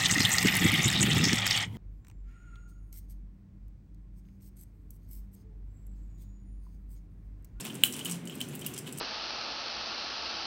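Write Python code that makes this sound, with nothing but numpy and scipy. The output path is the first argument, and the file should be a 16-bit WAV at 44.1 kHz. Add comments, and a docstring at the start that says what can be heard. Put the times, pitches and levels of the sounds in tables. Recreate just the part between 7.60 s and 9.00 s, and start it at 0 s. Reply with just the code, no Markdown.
"""Nunchucks in a backyard

Two pairs of nunchucks swing a few metres from a house. Impacts, one very hard, excite the
sticks' damped modes; the chains chatter, clink and jingle over the friction noise of the swing.
The house and porch reflect the sound; under it lie a low outdoor rumble and a faint hum."""
import sys
import numpy as np
from scipy import signal
from scipy.fft import rfft, irfft
from scipy.io import wavfile

SR = 44100
rng = np.random.default_rng(int(sys.argv[2]) if len(sys.argv) > 2 else 0)


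def wav_record(signal):
    """Record a signal, one row per channel, as 16-bit PCM in the file named by sys.argv[1]."""
    frames = np.transpose(np.atleast_2d(signal))
    bounded = np.clip(frames, -1, 1)
    # unit amplitude maps onto the largest positive 16-bit level
    quanta = np.round(bounded * 32767).astype(np.int16)
    wavfile.write(sys.argv[1], SR, quanta)


N = 61739

# stick striking stick: start_s, level_db, pitch_hz
STICK_KNOCKS = [(0.2364, -1.5, 3013), (.393, -33, 2920), (.456, -23.5, 3014), (.462, -31.5, 2975),
                (0.673, -38, 3030), (.697, -33, 2976), (0.806, -28.5, 3004), (0.8129, -20.5, 3065),
                (1.0641, -30.5, 2857)]
# modes of a stick pitched at STICK_HZ: frequency_hz, level_db, t60_s
STICK_MODES = [(750, -31.5, 0.014), (1267, -26.5, 0.011), (2410, -43, 0.0028), (3028, 1, 0.01),
               (4020, -18, 0.025), (7860, -11.5, 0.0089), (8730, -16, 0.016), (10200, -18.5, 0.011),
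               (11970, -10, .005), (14400, -9, .009), (15750, -11, .009)]
# spectrum of the contact noise: frequency_hz, relative_db
CRACK_SPECTRUM = [(1600, -9.5), (3900, -3.5), (5400, -8.5), (8000, 7.5)]
STICK_HZ, CONTACT_S, CRACK_DB, CRACK_DECAY_S = 3010, 0.00066, -14.5, 0.0026
LIGHT_KNOCK_DB, FREE_RING_DB, FREE_RING_T60_S, DAMPING_DB_PER_DB = -36, -7, 0.063, 0.54
def knock(level_db, pitch_hz):
    """Impact excites damped modes. A lightly touched stick rings on; a hard blow damps that ring."""
    t = np.arange(4096) / SR
    modes = sum(amp(db - 60 * t / t60) * np.sin(2 * np.pi * hz * pitch_hz / STICK_HZ * t)
                for hz, db, t60 in STICK_MODES)
    free_db = FREE_RING_DB - DAMPING_DB_PER_DB * (level_db - LIGHT_KNOCK_DB)
    free_ring = amp(free_db - 60 * t / FREE_RING_T60_S) * np.sin(2 * np.pi * pitch_hz * t)
    noise = colour(rng.standard_normal(len(t)), CRACK_SPECTRUM)
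    crack = amp(CRACK_DB) * noise * np.exp(-t / CRACK_DECAY_S)
    onset = np.sin(np.pi / 2 * np.minimum(t / CONTACT_S, 1)) ** 2
    return amp(level_db) * (modes + free_ring + crack) * onset


# a chain skipping along a stick: start_s, level_db
CHAIN_CHATTERS = [(0.099, -33), (0.27, -38.5), (.281, -39), (0.296, -44), (0.3483, -35.5), (.372, -40),
                  (0.41, -33), (0.703, -40.5), (0.723, -41), (1.018, -36.5), (1.0424, -43), (1.055, -44),
                  (1.074, -39.5), (1.165, -41), (1.1755, -40), (1.2664, -37), (1.278, -46)]
TOUCH_GAP_S, TOUCH_STEP_DB, TOUCH_DETUNE, TOUCH_T60_S = 0.0028, -2.5, 0.071, 0.022
def chatter(level_db):
    """Repeated contact: four ever softer touches ring the stick, each at a slightly different pitch."""
    t = np.arange(2048) / SR
    out = np.zeros(len(t))
    envelope = np.minimum(t / CONTACT_S, 1) * amp(level_db - 60 * t / TOUCH_T60_S)
    for k, (late, detune) in enumerate(rng.uniform(-1, 1, size=(4, 2))):
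        ring = np.sin(2 * np.pi * STICK_HZ * (1 + TOUCH_DETUNE * detune) * t)
        add(out, TOUCH_GAP_S * (k + late / 2), amp(TOUCH_STEP_DB * k) * envelope * ring)
    return out


# links snapping against each other: start_s, level_db, pitch_hz
CHAIN_CLINKS = [(.008, -31, 7100), (0.05, -33.5, 12400), (.144, -40.5, 13500), (0.1525, -35.5, 9400),
                (0.246, -28, 8800), (0.2537, -24, 15000), (0.266, -30, 11000), (0.3243, -30.5, 7940),
                (.337, -31.5, 7000), (0.364, -33.5, 10100), (0.391, -34.5, 9730), (.4485, -30, 11100),
                (.4566, -27.5, 9750), (.497, -30.5, 8900), (0.5122, -25.5, 8850), (0.52, -30.5, 8050),
                (.654, -42, 9200), (.674, -37.5, 7550), (.753, -38.5, 11000), (0.804, -33.5, 9530),
                (0.8143, -34.5, 7000), (.886, -39.5, 9300), (.952, -32.5, 13500), (0.993, -37.5, 11260),
                (1.012, -37.5, 9000), (1.0634, -24, 12800), (1.1378, -32.5, 8350), (1.164, -39.5, 5960),
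                (1.178, -30, 8860), (1.186, -31, 8800), (1.325, -35, 9680), (1.3753, -36.5, 8740),
                (1.385, -31, 11100)]
# spectrum of the chain: frequency_hz, relative_db
CHAIN_SPECTRUM = [(300, -28), (1500, -5), (2800, -29), (4600, 5.5), (6500, 1), (8400, 9), (9700, 1.5),
                  (12500, 0), (15000, 2), (16500, -2)]
CLINK_RISE_S, CLINK_DECAY_S, CLINK_WIDTH_OCTAVES, CLINK_SKIRT_DB = 0.00047, 0.0027, 0.58, -16.5
LINK_RING_DB = -8.5
def clink(level_db, pitch_hz):
    """A brief collision has a broad spectrum: links snap in a band of noise around one link's ring."""
    t = np.arange(0, 0.03, 1 / SR)
    hz = np.geomspace(300, 17000, 40)
    band = np.exp(-0.5 * (np.log2(hz / pitch_hz) / CLINK_WIDTH_OCTAVES) ** 2)
    spectrum_db = read(CHAIN_SPECTRUM, hz) + 20 * np.log10(band + amp(CLINK_SKIRT_DB))
    envelope = np.minimum(t / CLINK_RISE_S, 1) * np.exp(-t / CLINK_DECAY_S)
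    snap = colour(rng.standard_normal(len(t)), np.c_[hz, spectrum_db]) * envelope
    return amp(level_db) * (snap + amp(LINK_RING_DB) * link_ring(pitch_hz, decay_s=0.0021))


def link_ring(pitch_hz, decay_s):
    """A struck link is a damped oscillator: one pitch with an exponential decay."""
    t = np.arange(0, 0.03, 1 / SR)
    return np.sin(2 * np.pi * pitch_hz * t) * np.minimum(t / CLINK_RISE_S, 1) * np.exp(-t / decay_s)


# loudness of sleeves and chains as they swing: time_s, level_db
SWING_LEVEL = [(0, -44.5), (0.038, -56.5), (0.05, -40), (.11, -51.5), (.2, -56.5), (.232, -49), (.25, -43),
               (.305, -65), (.34, -49), (.39, -46.5), (.44, -53.5), (.48, -43), (.52, -45.5), (0.559, -52),
               (.63, -79), (0.719, -52.5), (.79, -57), (.825, -49), (.87, -57.5), (.95, -49.5), (.99, -61),
               (1.049, -47), (1.12, -56), (1.18, -47), (1.23, -71), (1.275, -44.5), (1.315, -58),
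               (1.4, -52.5)]
# spectrum of the rustle: frequency_hz, relative_db
RUSTLE_SPECTRUM = [(200, -10), (700, 3.5), (1400, 2), (1900, -2.5), (2500, 7), (3000, 8.5), (3600, 4),
                   (4700, -3), (6500, -7), (8300, 2), (10000, -9.5), (16000, -7)]
GRAINS_PER_S, GRAIN_SPREAD_DB, FRICTION_SHARE = 1500, 8, 0.4
def rustle():
    """Friction noise: tiny random impulses and the smooth rub of cloth follow the swing."""
    sizes = amp(GRAIN_SPREAD_DB * np.minimum(rng.exponential(1, N), 2))
    grains = sizes * rng.choice([-1, 1], N) * (rng.random(N) < GRAINS_PER_S / SR)
    friction = FRICTION_SHARE * rng.standard_normal(N)
    level_db = np.interp(np.arange(N) / SR, *np.transpose(SWING_LEVEL))
    return amp(level_db) * colour(unit(grains) + friction, RUSTLE_SPECTRUM)


JINGLES_PER_S, JINGLE_DB, JINGLE_SPREAD_DB, JINGLE_LOW_HZ, JINGLE_HIGH_HZ = 210, 16, 2.5, 5400, 12350
def jingle():
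    """Random collisions: loose links give heavily damped ticks, louder as the swing quickens."""
    out = np.zeros(N)
    for when, height, softness in rng.random((round(JINGLES_PER_S * N / SR), 3)):
        start_s = when * N / SR
        swing_db = np.interp(start_s, *np.transpose(SWING_LEVEL))
        level_db = swing_db + JINGLE_DB - JINGLE_SPREAD_DB * np.log(max(softness, 0.1))
        pitch_hz = JINGLE_LOW_HZ * (JINGLE_HIGH_HZ / JINGLE_LOW_HZ) ** height
        add(out, start_s, amp(level_db) * link_ring(pitch_hz, decay_s=0.0003))
    return out


# reflections off the house and porch: delay_s, gain_db
HOUSE_ECHOES = [(0.0121, -23), (.023, -24.5)]
# spectrum of the diffuse tail: frequency_hz, level_db
TAIL_SPECTRUM = [(300, -16.5), (1500, -6), (3000, -15.5), (5000, -5.5), (15000, -11)]
# reverberation time: frequency_hz, t60_s
TAIL_DECAY = [(3000, 0.29), (9000, 0.28)]
TAIL_RISE_S = 0.0025
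def yard(sound):
    """Reflection as convolution: the yard's impulse response is two echoes and a short diffuse tail."""
    hz, t, noise = signal.stft(rng.standard_normal(SR // 2), SR, nperseg=256)
    fade = amp(-60 * t / read(TAIL_DECAY, hz)[:, None]) * np.minimum(t / TAIL_RISE_S, 1)
    band_energy = (fade ** 2).mean(1, keepdims=True) * SR / 2
    fade *= amp(read(TAIL_SPECTRUM, hz))[:, None] / np.sqrt(band_energy)
    response = signal.istft(noise * fade, SR, nperseg=256)[1]
    for delay_s, gain_db in HOUSE_ECHOES:
        add(response, delay_s, amp([gain_db]))
    return signal.fftconvolve(sound, response)[:N]


# spectrum of the outdoor rumble: frequency_hz, relative_db
RUMBLE_SPECTRUM = [(42, -53), (78, -9), (100, -12), (132, 2.5), (190, -2), (255, 4), (305, -5.5), (355, -3),
                   (430, -9.5), (650, -17.5), (1000, -22.5), (2900, -22.5), (4000, -33), (8000, -44.5)]
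# swells of a faint hum: start_s, length_s, pitch_hz, level_db
HUM_SWELLS = [(.44, 0.277, 173, -34), (.84, 0.247, 148.2, -41.5)]
RUMBLE_DB, HUM_RISE_S, HUM_SAG_DB_PER_S, HUM_RELEASE_S = -43.5, 0.07, 29, 0.036
def background():
    """Stationary noise from light wind and far traffic, with two swells of a low pure tone."""
    out = amp(RUMBLE_DB) * colour(rng.standard_normal(N), RUMBLE_SPECTRUM)
    for start_s, length_s, pitch_hz, level_db in HUM_SWELLS:
        t = np.arange(0, length_s, 1 / SR)
        swell = np.minimum(t / HUM_RISE_S, 1) * np.minimum((length_s - t) / HUM_RELEASE_S, 1)
        tone = np.sin(2 * np.pi * (pitch_hz * t + rng.random()))
        add(out, start_s, swell * amp(level_db - HUM_SAG_DB_PER_S * t) * tone)
    return out


def amp(db):
    """Decibels to amplitude ratio."""
    return 10 ** (np.asarray(db) / 20)


def unit(x):
    """Normalisation to rms 1."""
    return x / np.sqrt(np.mean(x ** 2) + 1e-20)


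def read(curve, hz):
    """Interpolation on a log-frequency axis."""
    curve_hz, values = np.transpose(curve)
    return np.interp(np.log(hz + 1), np.log(curve_hz + 1), values)


def add(mix, start_s, sound):
    """Superposition of a sound on the mix, from start_s on."""
    part = mix[max(round(start_s * SR), 0):][:len(sound)]
    part += sound[:len(part)]


def colour(x, spectrum):
    """Filtering in the frequency domain; the result has rms 1."""
    gain = amp(read(spectrum, np.fft.rfftfreq(len(x), 1 / SR)))
    return unit(irfft(rfft(x) * gain, len(x)))


BOUNCE_S, BOUNCE_DB = 0.0068, -6
def scene():
    """Superposition of direct sound, reflections and background; each clink rebounds once."""
    ambience = background()
    direct = rustle()
    for start_s, level_db, pitch_hz in STICK_KNOCKS:
        add(direct, start_s, knock(level_db, pitch_hz))
    for start_s, level_db in CHAIN_CHATTERS:
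        add(direct, start_s, chatter(level_db))
    for start_s, level_db, pitch_hz in CHAIN_CLINKS:
        add(direct, start_s, clink(level_db, pitch_hz))
        rebound_s = start_s + BOUNCE_S * (0.5 + rng.random())
        add(direct, rebound_s, clink(level_db + BOUNCE_DB, pitch_hz))
    direct += jingle()
    return (direct + yard(direct) + ambience)[None]


BAND_LIMIT_HZ = 15950
def record(dry):
    """Band limiting: a linear-phase low-pass filter removes the highest treble."""
    lowpass = signal.firwin(255, BAND_LIMIT_HZ, window=("kaiser", 8), fs=SR)
    return signal.oaconvolve(dry, lowpass[None], "same")


dry = scene()
out = record(dry)
wav_record(out)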